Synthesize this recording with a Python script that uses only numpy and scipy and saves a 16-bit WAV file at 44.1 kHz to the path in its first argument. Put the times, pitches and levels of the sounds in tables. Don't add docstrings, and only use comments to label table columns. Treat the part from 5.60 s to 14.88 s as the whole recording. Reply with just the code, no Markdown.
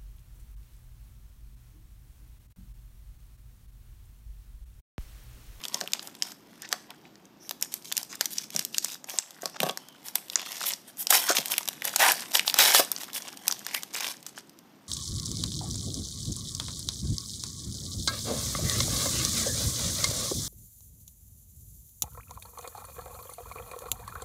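import sys
import numpy as np
from scipy import signal
from scipy.fft import rfft, irfft, next_fast_len
from scipy.io import wavfile
from scipy.ndimage import uniform_filter1d

SR = 44100
rng = np.random.default_rng(int(sys.argv[2]) if len(sys.argv) > 2 else 0)


def unload_wav(signal):
    wavfile.write(
        sys.argv[1],
        SR,
        np.round(np.clip(np.atleast_2d(signal).T, -1, 1) * 32767).astype(np.int16),
    )


N = 409248
T = np.arange(N) / SR
TOP_HZ = 15450


def undb(db):
    return 10 ** (np.asarray(db) / 20)


def unit(x):
    return x / np.sqrt(np.sum(x ** 2) + 1e-20)


def band(x, lo_hz, hi_hz, order=2):
    sos = signal.butter(order, [lo_hz, min(hi_hz, .48 * SR)], "band", fs=SR, output="sos")
    return signal.sosfilt(sos, x)


def colour(points, f):
    hz, db = np.transpose(points)
    gain = undb(np.interp(np.log(f + 1), np.log(hz), db))
    return gain / np.sqrt(np.mean(gain ** 2))


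def wander(rate_hz):
    knots = rng.standard_normal(16384)
    return 1.93 * np.interp(T * rate_hz, np.arange(len(knots)), knots)


def gestures(rows, s, rise, sag, fall):
    start, length, db = np.transpose(rows)[:3, :, None]
    age = np.atleast_1d(s) - start
    before, during, after = np.maximum(-age, 0), np.clip(age, 0, length), np.maximum(age - length, 0)
    return undb(db - rise * before - sag * during - fall * after) ** 2


# t/s, level/dB
HANDLING_LEVEL = [(0, -50), (.45, -54), (.82, -62), (1.05, -55), (1.7, -72), (2.3, -63.5), (3.15, -61),
                  (3.42, -75.5), (3.52, -54), (4.35, -58.5), (4.8, -54), (5.35, -61), (5.6, -44.5),
                  (6.17, -51), (6.6, -43.5), (7.25, -47), (8.2, -52), (9.0, -67.5)]

def film_motion(s):
    handling = undb(np.interp(s, *np.transpose(HANDLING_LEVEL))) ** 2
    power = np.vstack([rubs(s), tears(s), handling])
    colours = np.array([row[3:] for row in FINGER_RUBS + FILM_TEARS] + [(-0.5, 0)])
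    total = power.sum(axis=0)
    tilt_db, fizz_db = colours.T @ power / total
    return np.squeeze([10 * np.log10(total), tilt_db, fizz_db])


def evenness(level_db, fizz_db):
    return np.maximum(np.interp(level_db, [-34, -20], [0, .65]), np.interp(fizz_db, [2, 9], [0, .9]))


def slips(level_db, fizz_db):
    spread_db = 2.6 - 1.8 * evenness(level_db, fizz_db)
    grains = rng.standard_normal(N) * undb(spread_db * (wander(900) + .7 * wander(130)))
    return grains / np.sqrt(uniform_filter1d(grains ** 2, size=1400))


def folds(x, bend_hz=9, depth=.12):
    paths = sum(depth * wander(bend_hz) * np.roll(x, lag) for lag in rng.integers(18, 160, size=6))
    return (x + paths) / np.sqrt(1 + 6 * depth ** 2)


# f/Hz, relative level/dB
FILM_SPECTRUM = [(60, -62.5), (170, -9.5), (410, -9), (750, 1), (1050, -1), (1280, -8.5), (1700, -3),
                 (2500, -5), (3400, -0.5), (5500, -3), (7800, -10), (10300, -4), (12800, -6.5),
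                 (15500, -9.5)]

def rustle(wander_hz=14, trim_db=-0.32):
    grid = T[::32]
    level_db, tilt_db, fizz_db = (np.interp(T, grid, curve) for curve in film_motion(grid))
    size = next_fast_len(N)
    f = np.arange(size // 2 + 1) * SR / size
    sheet = rfft(folds(slips(level_db, fizz_db)), size) * colour(FILM_SPECTRUM, f)
    centres = np.geomspace(400, 15000, 22)
    out = np.zeros(N)
    for hz, pick in zip(centres, np.eye(len(centres))):
        one_band = irfft(sheet * np.interp(f, centres, pick), size)[:N]
        octaves = np.log2(np.clip(hz, 800, 5800) / 2400)
        fizz_share = np.interp(hz, [7000, 10000], [0, 1])
        db = level_db + tilt_db * octaves + fizz_db * fizz_share + wander(wander_hz)
        out += undb(db + trim_db) * one_band
    return band(out, 380, 19000)


# f/Hz, relative level/dB
ROOM_TONE_SPECTRUM = [(25, -34.5), (60, -19.5), (100, -14), (135, -5), (200, 0.5), (330, -1), (480, -10.5),
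                      (1000, -14), (2000, -22), (5000, -23), (9500, -40), (13000, -28), (16000, -28)]
# t/s, level/dB
HUM_WAVER = [(0, -54.5), (2.4, -57), (3.0, -54), (3.57, -60.5), (3.62, -69), (3.85, -57.5), (4.4, -58.5),
             (5.4, -58), (6.5, -52.5), (9.3, -58)]

def room_tone(split_hz=500, hiss_gain_db=-55.5):
    noise = rfft(rng.standard_normal(N))
    f = np.arange(len(noise)) * SR / N
    spectrum = noise * colour(ROOM_TONE_SPECTRUM, f)
    hum = irfft(spectrum * (f < split_hz), N)
    hiss = irfft(spectrum * (f >= split_hz), N)
    return undb(np.interp(T, *np.transpose(HUM_WAVER))) * hum + undb(hiss_gain_db) * hiss


def crinkles(centre_hz=3600, spread_octaves=1.5, cycles=1.4, count=520):
    t = np.arange(512) / SR
    out = np.zeros(N + len(t))
    for when, pitch, force in rng.random((count, 3)):
        level_db, tilt_db, fizz_db = film_motion(when * N / SR)
        octaves = spread_octaves * (2 * pitch - 1)
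        hz = centre_hz * 2 ** octaves
        ping = unit(np.sin(2 * np.pi * hz * t) * np.exp(-t * hz / cycles))
        db = level_db + .5 * tilt_db * octaves + 16 + 9 * force ** 2
        start = int(when * N)
        out[start:start + len(t)] += undb(db) * (1.5 - evenness(level_db, fizz_db)) * ping
    return band(out[:N], 400, TOP_HZ)


# t/s, level/dB, facet f/Hz, sheet flex/dB, crisp edge/dB
BIG_CREASES = [(0.0381, -31.5, 3680, -18.5, -18), (0.0529, -28, 3700, -11, -10),
               (0.083, -33, 6700, -24, -4), (0.1439, -21, 5470, -20, -15), (.212, -25, 4730, -8.5, -14),
               (0.2756, -31.5, 2760, -34, -8), (0.3343, -18, 4640, -22.5, -11.5),
               (0.3943, -31, 3946, -13.5, -30), (0.4736, -37, 6350, -15, -3),
               (0.6231, -18.5, 5160, -47, -18), (0.652, -43, 4690, -7.5, -15),
               (1.1272, -19, 4400, -5.5, -9), (1.556, -49.5, 4680, -8.5, -27),
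               (1.8933, -31, 5940, -16.5, -3), (1.9102, -28.5, 3600, -6, -1.5), (2.0124, -42, 5580, -11, 7),
               (2.0252, -21, 6300, -33, -3), (2.1402, -28.5, 6500, -17, 3.5),
               (2.3168, -31.5, 3520, -6, -18), (2.3241, -24, 4420, -50, -2.5), (2.3683, -24, 5820, -30, -3),
               (2.3781, -22.5, 4880, -42, -0.5), (2.4307, -34, 5790, -15, -2), (2.528, -37, 4570, -4.5, -9),
               (2.61, -17.5, 4390, -8.5, -5), (2.657, -23.5, 6200, -28, -2.5),
               (2.7838, -21.5, 5900, -48, -27), (2.9042, -38.5, 5270, -36, -3),
               (2.9629, -20, 6130, -17, -9), (2.993, -22, 5260, -38, -4), (3.05, -28, 6800, -26, 1.5),
               (3.1456, -27, 3130, -25, -11), (3.1825, -17, 6430, -34, -8), (3.246, -22.5, 7040, -15, -3.5),
               (3.2827, -37, 6060, -10.5, -7), (3.4429, -38, 5910, -8.5, -8), (3.587, -17, 6760, -18, -34),
               (3.8573, -23.5, 4910, -10, -9.5), (4.003, -21, 3240, -40, -5), (4.032, -24, 3510, -8, -1.5),
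               (4.0954, -24.5, 2990, -9.5, -28), (4.174, -30, 4730, -7.5, -4.5),
               (4.5558, -22, 5800, -9, 4.5), (4.6998, -29.5, 3995, -40, -10),
               (4.7573, -15, 6660, -13.5, -39), (5.029, -35, 3730, -28, -19), (5.136, -26, 5505, -33, -16),
               (5.4699, -21.5, 4620, -18, -8), (5.5056, -21, 6700, -23, 8), (5.5257, -21.5, 2260, 1.5, -2),
               (5.7693, -17.5, 3680, -31, -22), (5.786, -22.5, 3400, -13, -23),
               (5.8582, -29.5, 3984, -27, 3), (5.9192, -25.5, 4480, -17, 2),
               (5.9394, -25.5, 2770, -19, -11), (5.981, -21, 3840, -15, 4), (6.0772, -29, 4270, -11, -3),
               (6.087, -23, 4300, -11.5, -.5), (6.221, -30, 2020, -7.5, -8), (6.2522, -28.5, 7640, -11, 6),
               (6.3608, -17.5, 6160, -10, -2), (6.519, -24, 4060, -21, 8),
               (6.7534, -15.5, 3190, -21.5, -22), (6.7948, -15.5, 2950, -19, -16),
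               (6.8785, -15.5, 3960, -12.5, -30), (6.8986, -20.5, 3650, -25, -17),
               (6.942, -19, 5000, -10.5, -4), (6.9879, -14, 3886, -37, 0), (7.1475, -13.5, 4520, -4, -2.5),
               (7.3166, -28, 5220, -9.5, 9), (7.3634, -28.5, 4920, -18, -27),
               (7.434, -34.5, 3830, -6.5, -1), (7.8808, -17, 5260, -16.5, 1), (7.9121, -23, 5680, -27, -25),
               (7.9243, -23, 4800, -14, -8), (8.0658, -29, 4670, -5.5, -2),
               (8.1476, -22.5, 2700, -10, -4.5), (8.2333, -32, 3790, -9.5, -1),
               (8.4442, -27, 2550, -15, -16), (8.6653, -33.5, 6070, -13, -7.5),
               (8.7777, -39.5, 3100, 0, -13.5)]

def snaps(chatter_s=0.0019, flex_s=0.0027):
    t = np.arange(1024) / SR
    out = np.zeros(N + len(t))
    for s, db, hz, flex_db, edge_db in BIG_CREASES + small_creases():
        grit, sway = rng.standard_normal((2, len(t)))
        chatter = np.interp(film_motion(s)[0], [-45, -25], [0.32, 0.41])
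        jump = chatter * grit * np.exp(-t / chatter_s)
        jump[0] += 2
        q = np.interp(edge_db, [-24, 0], [3.7, 1.36])
        facet = band(signal.lfilter(*signal.iirpeak(hz, q, fs=SR), jump), 1300, 7260)
        panel = band(jump, 1590, 1826, order=1)
        flex = band(jump + 0.31 * sway * np.exp(-t / flex_s), 644, 2050)
        edge = band(jump, 9570, 14560, order=3)
        crease = unit(unit(facet) + undb(-4.5 + 1.37 * flex_db) * unit(panel))
        snap = crease + undb(flex_db) * unit(flex) + undb(edge_db) * unit(edge)
        start = int(s * SR)
        out[start:start + len(t)] += undb(db) * np.sqrt(SR / 200) * snap
    return out[:N]


# rustle level/dB, snap level/dB
SMALL_CREASE_LEVEL = [(-71.5, -51), (-45, -33.5), (-32.5, -32.5), (-14, -23.5)]

def small_creases(scatter_db=6, ring_hz=5000, flex_db=-17, edge_db=-5, count=110):
    grid = T[::256]
    buckle_rate = np.interp(film_motion(grid)[0], [-60, -48, -30, -18], [.2, 1, 1, 3])
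    work = np.cumsum(buckle_rate)
    when, softness, facet, flex, edge = rng.random((count, 5)).T
    s = np.interp((np.arange(count) + when) / count, work / work[-1], grid)
    level_db, tilt_db, _ = film_motion(s)
    db = np.interp(level_db, *np.transpose(SMALL_CREASE_LEVEL)) - scatter_db * softness
    hz = ring_hz * 2 ** (facet - .5 + 0.041 * tilt_db)
    return list(zip(s, db, hz, flex_db + 10 * (flex - .5), edge_db + 10 * (edge - .5)))


# t/s, length/s, level/dB, tilt/(dB per octave), top-octave fizz/dB
FINGER_RUBS = [(0.136, .04, -41, -1.5, 2), (0.341, .025, -46, -3.5, 3), (0.428, .05, -50, -1.5, 8),
               (.628, .08, -47.5, 1.5, 0), (1.027, .028, -44.5, 1.5, -21), (1.114, .02, -43, -2, -8),
               (1.296, .012, -51.5, -5.5, -18), (1.458, .012, -54, -2, -10), (1.825, .09, -58.5, 2, 5),
               (2.024, 0.018, -45.5, 2, -1), (2.12, .04, -48, 4.5, 2), (2.249, .05, -51.5, 9, -2),
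               (2.369, .04, -42, 1, -0.5), (2.506, .04, -46, 1, -3), (2.606, .055, -45.5, 1.5, 1),
               (2.72, .012, -43.5, 7.5, 4.5), (2.76, .08, -46.5, 6.5, -4), (2.935, .085, -43.5, 3.5, -2),
               (3.135, .045, -48, 7, -5), (3.229, .115, -43.5, 5.5, -3), (3.485, .105, -43, -1, 4.5),
               (3.823, .05, -47.5, 1.5, 0), (3.949, 0.022, -44, -2, -14), (4.016, .07, -36, -1, -1),
               (4.458, .03, -44, 1, 8), (4.559, .015, -41.5, 0.5, 2), (4.72, .02, -46, -0.5, 8),
               (4.781, 0.039, -35, -1.5, -7), (4.853, 0.25, -39.5, 2, -3), (5.008, .115, -35, 2.5, -6.5),
               (5.061, .03, -36.5, 8, 30), (5.28, .012, -49, 1.5, 5.5), (5.393, .028, -42.5, 3.5, 15),
               (5.574, 0.1, -32.5, 0.5, 4.5), (5.837, .18, -41.5, 1, -2), (6.325, .3, -38, 3, -3.5),
               (6.872, .025, -34.5, 3, 6.5), (6.956, .26, -31, 0, -1.5), (7.401, .025, -37.5, 0.5, 0),
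               (7.653, 0.033, -42.5, 0, -3), (7.854, .07, -42, -1.5, 2), (8.06, 0.085, -42.5, 2, -8),
               (8.343, .165, -33.5, 2, -2), (8.667, .02, -49.5, 3, 1.5), (8.776, .008, -45, 5, -8)]

def rubs(s):
    return gestures(FINGER_RUBS, s, rise=901, sag=2, fall=520)


# t/s, relative level/dB, focus f/Hz, hand thud/dB
BOX_KNOCKS = [(0.143, -43.5, 620, -5), (0.215, -39.5, 690, -9.5), (0.235, -42, 424, -10),
              (1.1279, -38, 893, -25), (2.949, -40.5, 505, 0.5), (2.984, -53, 425, 8),
              (3.540, -43, 800, -21), (3.832, -36, 682, -20), (3.857, -38.5, 733, -14),
              (4.003, -38, 695, 1.5), (4.031, -23.5, 662, -10), (4.066, -31, 723, -11),
              (4.094, -30.5, 662, -14), (5.7, -23.5, 514, -32), (5.785, -34, 398, -8.5),
              (7.147, -34, 613, -22), (7.194, -21, 603, -30)]
# f/Hz, relative level/dB, t60/s
BOX_MODES = [(291, 1, 0.038), (411, 1, 0.045), (500, -4.5, 0.053), (558.4, -1.5, 0.079), (657, 5, 0.047),
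             (733.4, -1, 0.099), (840, -11.5, .05), (1118, -6.5, 0.15), (1236, -7.5, 0.088),
             (1560, 2, 0.033), (1680, -25, .07)]

def box_bumps(contact_s=0.0013, thud_s=0.0061, focus_db=5, scuff=0.19, trim_db=-2):
    t = np.arange(8192) / SR
    out = np.zeros(N + len(t))
    for s, db, focus_hz, thud_db in BOX_KNOCKS:
        grit, flesh = rng.standard_normal((2, len(t)))
        ring = np.zeros(len(t))
        for hz, mode_db, t60 in BOX_MODES:
            gain = rng.choice([-1, 1]) * undb(mode_db - focus_db * np.log2(hz / focus_hz) ** 2)
            ring += gain * np.sin(2 * np.pi * hz * t) * np.exp(-np.log(1000) * t / t60)
        ring = band(ring, 220, 4000, order=3)
        contact = band(grit * np.exp(-t / contact_s), 280, 2800)
        thud = band(flesh * np.exp(-t / thud_s), 145, 242, order=4)
        bump = unit(unit(ring) + scuff * unit(contact)) + undb(thud_db) * unit(thud)
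        start = int(s * SR)
        out[start:start + len(t)] += undb(db) * np.sqrt(SR / 50) * bump
    return out[:N] * undb(trim_db)


# t/s, length/s, f/Hz,
# width/Hz, level/dB
FOIL_DRAGS = [(1.013, 0.06, 1760, 399, -51), (1.791, .1, 5720, 810, -56), (2.488, 0.053, 6580, 1390, -48.5),
              (2.599, 0.042, 2020, 500, -49), (3.481, 0.11, 5940, 1490, -47.5),
              (3.902, 0.086, 5660, 900, -57), (4.161, 0.24, 3100, 250, -61.5),
              (4.766, 0.15, 3430, 400, -50), (6.393, 0.124, 883, 453, -27),
              (6.398, 0.082, 1780, 604, -25.5), (5.673, 0.055, 1343, 510, -29.5),
              (8.126, 0.069, 2120, 392, -40.5), (8.35, 0.094, 2090, 245, -51.5)]

def drags():
    out = np.zeros(N)
    for s, length_s, hz, width_hz, db in FOIL_DRAGS:
        count = int(length_s * SR)
        resonance = band(rng.standard_normal(count), hz - width_hz / 2, hz + width_hz / 2)
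        stroke = resonance * signal.windows.tukey(count)
        start = int(s * SR)
        out[start:start + count] += undb(db) * np.sqrt(count) * unit(stroke)
    return out


# t/s, length/s, level/dB, tilt/(dB per octave), top-octave fizz/dB
FILM_TEARS = [(5.508, 0.063, -19, 2, 2), (5.692, 0.0088, -21, 5, -8.5), (5.757, 0.029, -26, 2, 2),
              (5.911, 0.0094, -28.5, 1, 6), (6.248, .035, -29, -1, 2.5), (6.399, 0.11, -18.5, 0, 2),
              (6.746, 0.0095, -20.5, 2.5, -2), (6.992, 0.11, -15.5, 1.5, 0.5), (7.14, 0.058, -18, 2, 2),
              (7.549, 0.023, -34.5, 3.5, 3), (8.138, .035, -37, 2, 3)]

def tears(s):
    return gestures(FILM_TEARS, s, rise=1494, sag=40, fall=449.5)


def room(x, echo_s=.0106, echo_db=-25, tail_db=-19, t60=0.37):
    t = np.arange(16384) / SR
    diffuse = band(rng.standard_normal(len(t)), 150, TOP_HZ)
    tail = diffuse * np.exp(-np.log(1000) * t / t60) * (t > echo_s)
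    response = undb(tail_db) * unit(tail)
    response[int(echo_s * SR)] += undb(echo_db)
    return x + signal.fftconvolve(x, response)[:N]


def scene():
    close_sounds = snaps() + crinkles() + rustle() + drags() + box_bumps()
    return (room(close_sounds) + room_tone())[None]


# f/Hz, width/Hz, gain/dB
MIC_HOUSING = [(1580, 230, 0), (3100, 1000, -1), (4280, 1600, -4), (8200, 830, 2), (10160, 2460, -6.5),
               (14600, 1500, -10.5)]

def record(dry):
    for hz, width_hz, db in MIC_HOUSING:
        resonance = signal.lfilter(*signal.iirpeak(hz, hz / width_hz, fs=SR), dry)
        dry = dry + (undb(db) - 1) * resonance
    top_cut = signal.ellip(10, .2, 70, TOP_HZ, fs=SR, output="sos")
    return signal.sosfilt(top_cut, np.clip(dry, -1, 1))


dry = scene()
out = record(dry)
unload_wav(out)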